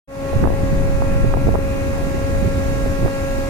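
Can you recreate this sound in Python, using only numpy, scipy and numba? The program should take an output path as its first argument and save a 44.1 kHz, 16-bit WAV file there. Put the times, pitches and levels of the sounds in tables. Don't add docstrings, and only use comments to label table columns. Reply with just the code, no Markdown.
import sys
import numpy as np
from scipy import signal
from scipy.fft import rfft, irfft, next_fast_len
from scipy.io import wavfile
from scipy.ndimage import uniform_filter1d, minimum_filter1d, map_coordinates
from numba import njit

SR = 44100
rng = np.random.default_rng(int(sys.argv[2]) if len(sys.argv) > 2 else 0)


def gain_from_db(level_db):
    decades = np.asarray(level_db, float) / 20
    return 10 ** decades


def transcribe(signal):
    frames = np.atleast_2d(signal).T
    limited = np.clip(frames, -1, 1)
    pcm = np.round(limited * 32767).astype(np.int16)
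    wavfile.write(sys.argv[1], SR, pcm)


N = 153909


def unit(x):
    return x / np.sqrt(np.mean(x ** 2) + 1e-20)


def along(points, hz):
    f, v = np.transpose(points)
    return np.interp(np.log(hz + 1), np.log(f + 1), v)


def curves(rows):
    s, *cols = np.transpose(rows)
    return [np.interp(np.arange(N) / SR, s, c) for c in cols]


def wobble(knots_per_s):
    knots = rng.standard_normal(200)
    return map_coordinates(knots, [np.arange(N) * knots_per_s / SR], mode="mirror")


def filtered(x, response):
    m = next_fast_len(N + SR // 2)
    return irfft(rfft(x, m) * response(np.fft.rfftfreq(m, 1 / SR)), m)[..., :N]


def rush(left, right, alike, patchy_db):
    z = signal.stft(rng.standard_normal((2, N)), nperseg=512)[2]
    field = uniform_filter1d(rng.standard_normal(z.shape), size=6, axis=1)
    field = uniform_filter1d(field, size=10, axis=2)
    pair = signal.istft(z * gain_from_db(patchy_db * unit(field)), nperseg=512)[1][:, :N]

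    def mid_side_gain(hz):
        turn_rad = np.arccos(np.clip(along(alike, hz), -1, 1)) / 2
        return np.array([np.cos(turn_rad), np.sin(turn_rad)])

    mid, side = filtered(pair, mid_side_gain)
    ports = np.array([mid + side, mid - side])
    return unit(filtered(ports, lambda hz: gain_from_db([along(left, hz), along(right, hz)])))


WHINE_HZ, WAVER_RAD = 273.83, 0.043
FADING_DB, FADING_PER_OCTAVE_DB = 0.5, 0.67
# (overtone, mid-time level [dB rms], left-right [dB], left lead [rad], swell [dB/s])
OVERTONES = [(1, -33, 1.5, 0.16, 0.3), (2, -27, 1.5, 1.05, 0.2), (3, -44, 4, 1.3, 0),
             (4, -43, -4.5, 1.61, -0.8), (5, -47, -3, 1.03, 0.5), (6, -43.5, 1, 1.94, 2.2),
             (7, -52.5, -7, .1, 0.6), (8, -55, -2, 1.2, 1.5), (9, -51, -0.5, 2.18, 1),
             (10, -55, 1, 1.9, 2.5), (11, -71, .1, 1.5, 3), (12, -74, .1, 1.7, .1), (13, -70, -2, 1.8, -4),
             (14, -67, 7, 1.5, 1.5)]
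# (frequency [Hz], level [dB rms], left-right [dB])
WEAK_OVERTONES = [(4000, -74, .5), (6500, -78, -5), (8000, -76, 3), (9500, -74, 6), (11500, -78, 14),
                  (13000, -84, 16)]
WEAK_SCATTER_DB = 2


def whine():
    waver = WAVER_RAD * (wobble(3.04) + wobble(9.27) / 2)
    phase = 2 * np.pi * WHINE_HZ * np.arange(N) / SR + waver
    hz, weak_db, weak_pan_db = np.transpose(WEAK_OVERTONES)
    weak = []
    for k in range(15, 47):
        db = np.interp(k * WHINE_HZ, hz, weak_db) + WEAK_SCATTER_DB * rng.standard_normal()
        weak.append((k, db, np.interp(k * WHINE_HZ, hz, weak_pan_db), 1.5, 0))
    out = np.zeros((2, N))
    for k, db, pan_db, lead_rad, swell_db_per_s in OVERTONES + weak:
        depth_db = FADING_DB + FADING_PER_OCTAVE_DB * np.log2(k)
        trend_db = swell_db_per_s * (np.arange(N) - N / 2) / SR
        start_rad = rng.uniform(0, 2 * np.pi)
        shared, own = wobble(1.44), wobble(5.17)
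        for port, side in enumerate((.5, -.5)):
            own = own[::-1]
            fading_db = depth_db * (0.56 * shared + 0.81 * own)
            level = gain_from_db(db + trend_db + side * pan_db + fading_db)
            drift_rad = 0.031 * depth_db * np.roll(own, SR)
            angle = round(k) * phase + start_rad + side * lead_rad + drift_rad
            out[port] += np.sqrt(2) * level * np.sin(angle)
    return out


ROAR_DB = -32.5
# (frequency [Hz], relative density [dB per Hz])
ROAR_SPECTRUM = [(60, -69), (150, -2.5), (250, -5), (350, -6.5), (560, -10.5), (660, -12), (950, -13.5),
                 (1200, -14.5), (1500, -17), (1750, -16), (2100, -17), (2300, -18), (2700, -20),
                 (2950, -28), (4500, -47), (9000, -68), (15000, -120)]
# (frequency [Hz], left-right correlation [1])
ROAR_CORRELATION = [(200, 1), (740, 0.98), (1200, -0.04), (3000, -0.1)]


def roar():
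    level = gain_from_db(ROAR_DB + 0.35 * wobble(3.82))
    return level * rush(ROAR_SPECTRUM, ROAR_SPECTRUM, ROAR_CORRELATION, patchy_db=1.24)


WASH_GAIN_DB = 0.5
# (time [s], level [dB])
WASH_LEVEL = [(0.4, -44.5), (0.81, -45), (1.54, -44.5), (1.82, -43.5), (2.74, -42), (2.92, -43),
              (3.49, -41.5)]
# (frequency [Hz], relative density [dB per Hz])
WASH_LEFT_SPECTRUM = [(800, -32), (2500, -0.5), (3800, 0), (5200, -2.5), (7000, -7), (7800, -2), (8800, -2),
                      (12800, -3), (13800, -6), (14800, -3), (15700, -11)]
WASH_RIGHT_SPECTRUM = [(800, -27), (2500, -4.5), (3800, 3.5), (5400, 2), (6200, 4.5), (7200, 4), (7900, -5),
                       (8400, 0), (9400, -3.5), (10500, -14), (12000, -21), (14900, -27), (15700, -35)]


def wash():
    level_db, = curves(WASH_LEVEL)
    level = gain_from_db(WASH_GAIN_DB + level_db + 0.17 * wobble(7.46))
    return level * rush(WASH_LEFT_SPECTRUM, WASH_RIGHT_SPECTRUM, [(1000, 0)], patchy_db=1.04)


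# (time [s], strength [dB], left-right [dB])
WIND_STRENGTH = [(0.1, -32, -2), (0.31, -32.5, 3), (0.43, -16, -4.5), (0.51, -22.5, 1), (0.9, -22.5, 2.5),
                 (0.92, -28, 0), (1.53, -20.5, -1.5), (1.7, -26.5, 4), (2.18, -25, 3), (2.94, -25, -2),
                 (2.97, -31.5, 1), (3.05, -18, -5), (3.09, -32, 2), (3.49, -29, 4)]


def wind():
    strength_db, pan_db = curves(WIND_STRENGTH)
    strength = gain_from_db(strength_db + np.array([pan_db, -pan_db]) / 2)
    return strength * (buffeting() + small_eddies()) + heaving() + big_pops()


BUFFET_DB, LUMPS_DB = 4.5, 2
# (frequency [Hz], relative density [dB per Hz])
BUFFET_LEFT_SPECTRUM = [(15, -23), (45, -9), (70, -0.5), (130, -9), (250, -16.5), (500, -32.5), (1500, -71),
                        (5000, -120)]
BUFFET_RIGHT_SPECTRUM = [(15, -18), (45, 2), (70, -2), (130, -4), (250, -12.5), (500, -22), (1500, -57),
                         (5000, -120)]


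def buffeting():
    lumps = gain_from_db(LUMPS_DB * np.array([wobble(21.84), wobble(22.16)]))
    noise = rush(BUFFET_LEFT_SPECTRUM, BUFFET_RIGHT_SPECTRUM, [(30, 0.4)], patchy_db=0.0)
    return gain_from_db(BUFFET_DB) * unit(lumps * noise)


EDDY_DB, EDDY_SPREAD_DB, EDDY_HZ = -9.5, 5.5, 170
# (left [1/s], right [1/s])
EDDY_RATES = [63, 60]


def small_eddies():
    per_s = sum(EDDY_RATES)
    draw = rng.random((round(per_s * N / SR), 4))
    s = draw[:, 0] * N / SR
    port = draw[:, 1] > EDDY_RATES[0] / per_s
    db = EDDY_DB - EDDY_SPREAD_DB * np.log(1 - .99 * draw[:, 2])
    hz = EDDY_HZ * 3 ** (draw[:, 3] - .5)
    return pops(np.c_[s, port, db, hz])


POP_GAIN_DB = 1.2
# (time [s], port [0 left, 1 right], strength before POP_GAIN_DB [dB], sharpness [Hz])
BIG_POPS = [(0.3332, 1, -6.5, 350), (0.4155, 1, -11.5, 120), (0.4207, 1, -18, 243.0),
            (0.4316, 1, -3.5, 162), (0.4346, 1, -18, 212), (0.4384, 1, -2, 357), (0.4408, 1, -0.5, 784),
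            (0.448, 1, -5, 285.0), (0.4512, 1, 0, 316), (0.4556, 1, 5, 550), (0.4655, 1, -4, 310),
            (0.4742, 1, 2.5, 515), (0.487, 1, -15, 450), (0.5041, 1, -2, 386), (0.523, 1, -8, 400),
            (0.5389, 1, -10, 397), (0.6351, 1, -12, 184), (1.022, 1, -4.5, 553), (1.2455, 1, -8, 304),
            (1.3398, 1, 3.3, 676), (1.3474, 1, -1, 332), (1.372, 1, -0.5, 463), (1.4711, 0, -8, 300),
            (1.4816, 1, -1, 297), (1.4862, 1, -12, 445), (1.4904, 1, 2.5, 370), (1.542, 0, -4.5, 372),
            (1.5483, 0, -26, 556), (1.5506, 1, 1, 421.0), (1.5555, 1, 4.5, 534), (1.5899, 1, -2.5, 226),
            (2.1457, 1, -9, 207), (2.4523, 1, -14, 243), (2.8611, 1, -9, 343.0), (2.8657, 1, -13, 218),
            (2.9, 1, -22, 327.0), (3.0314, 1, -11, 175), (3.0466, 1, -19, 250), (3.0507, 1, -9, 281.0),
            (3.056, 1, -8, 229), (3.0613, 1, -2, 361.0), (3.0803, 1, -9, 684)]


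def big_pops():
    return gain_from_db(POP_GAIN_DB) * pops(BIG_POPS)


POP_SWING, POP_LEAN_RAD = 1.16, 0.53
POP_BUILD_CYCLES, POP_SETTLE_CYCLES = 0.22, 0.36


def pops(rows):
    s, port, db, hz = np.transpose(rows)[:, :, None]
    k = np.arange(-600, 900)
    cycles = k / SR * hz
    width = np.where(cycles < 0, POP_BUILD_CYCLES, POP_SETTLE_CYCLES)
    swing = np.cos(2 * np.pi * POP_SWING * cycles + POP_LEAN_RAD)
    shape = -np.exp(-(cycles / width) ** 2) * swing
    padded = N + 1500
    at = np.round(s * SR).astype(int) + k + 600 + padded * (port > .5)
    total = np.bincount(at.ravel(), (gain_from_db(db) * shape).ravel(), 2 * padded)
    return total.reshape(2, -1)[:, 600:N + 600]


HEAVE_PAN_DB = 3
# (frequency [Hz], relative density [dB per Hz])
HEAVE_SPECTRUM = [(2, -16), (10, 11.5), (30, 14.5), (50, 1), (75, -13), (130, -42), (250, -120)]
# (time [s], level [dB])
HEAVE_LEVEL = [(.1, -55), (.31, -34), (.36, -22), (.9, -18.5), (1.5, -19.5), (1.62, -29), (2.3, -26.5),
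               (3.05, -23.5), (3.15, -26), (3.49, -27.5)]


def heaving():
    level_db, = curves(HEAVE_LEVEL)
    level = gain_from_db(level_db + HEAVE_PAN_DB * np.array([[.5], [-.5]]))
    return level * rush(HEAVE_SPECTRUM, HEAVE_SPECTRUM, [(30, 0.098)], patchy_db=1.1)


def scene():
    return whine() + roar() + wash() + wind()


@njit
def recover(need, step):
    out = need.copy()
    for c in range(out.shape[0]):
        for i in range(1, out.shape[1]):
            out[c, i] = min(need[c, i], out[c, i - 1] + step * (1 - out[c, i - 1]))
    return out


def low_pass(x):
    return signal.sosfilt(signal.butter(12, 15730, fs=SR, output="sos"), x)


def record(dry):
    ceiling, release_s, ahead_s = 0.75, 0.065, .0015
    start_s, fade_s, fade_power = 0.075, 0.23, 0.66
    top_hz = 15800
    ahead = round(ahead_s * SR)
    need = np.minimum(1, ceiling / (abs(dry) + 1e-9))
    need = minimum_filter1d(need, 2 * ahead + 1, axis=1)
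    gain = uniform_filter1d(recover(need, 1 / (release_s * SR)), ahead, axis=1)
    fade = np.clip((np.arange(N) / SR - start_s) / fade_s, 0, 1) ** fade_power
    mix = filtered(dry * gain * fade, lambda hz: hz < top_hz)
    return low_pass(mix)


dry = scene()
out = record(dry)
transcribe(out)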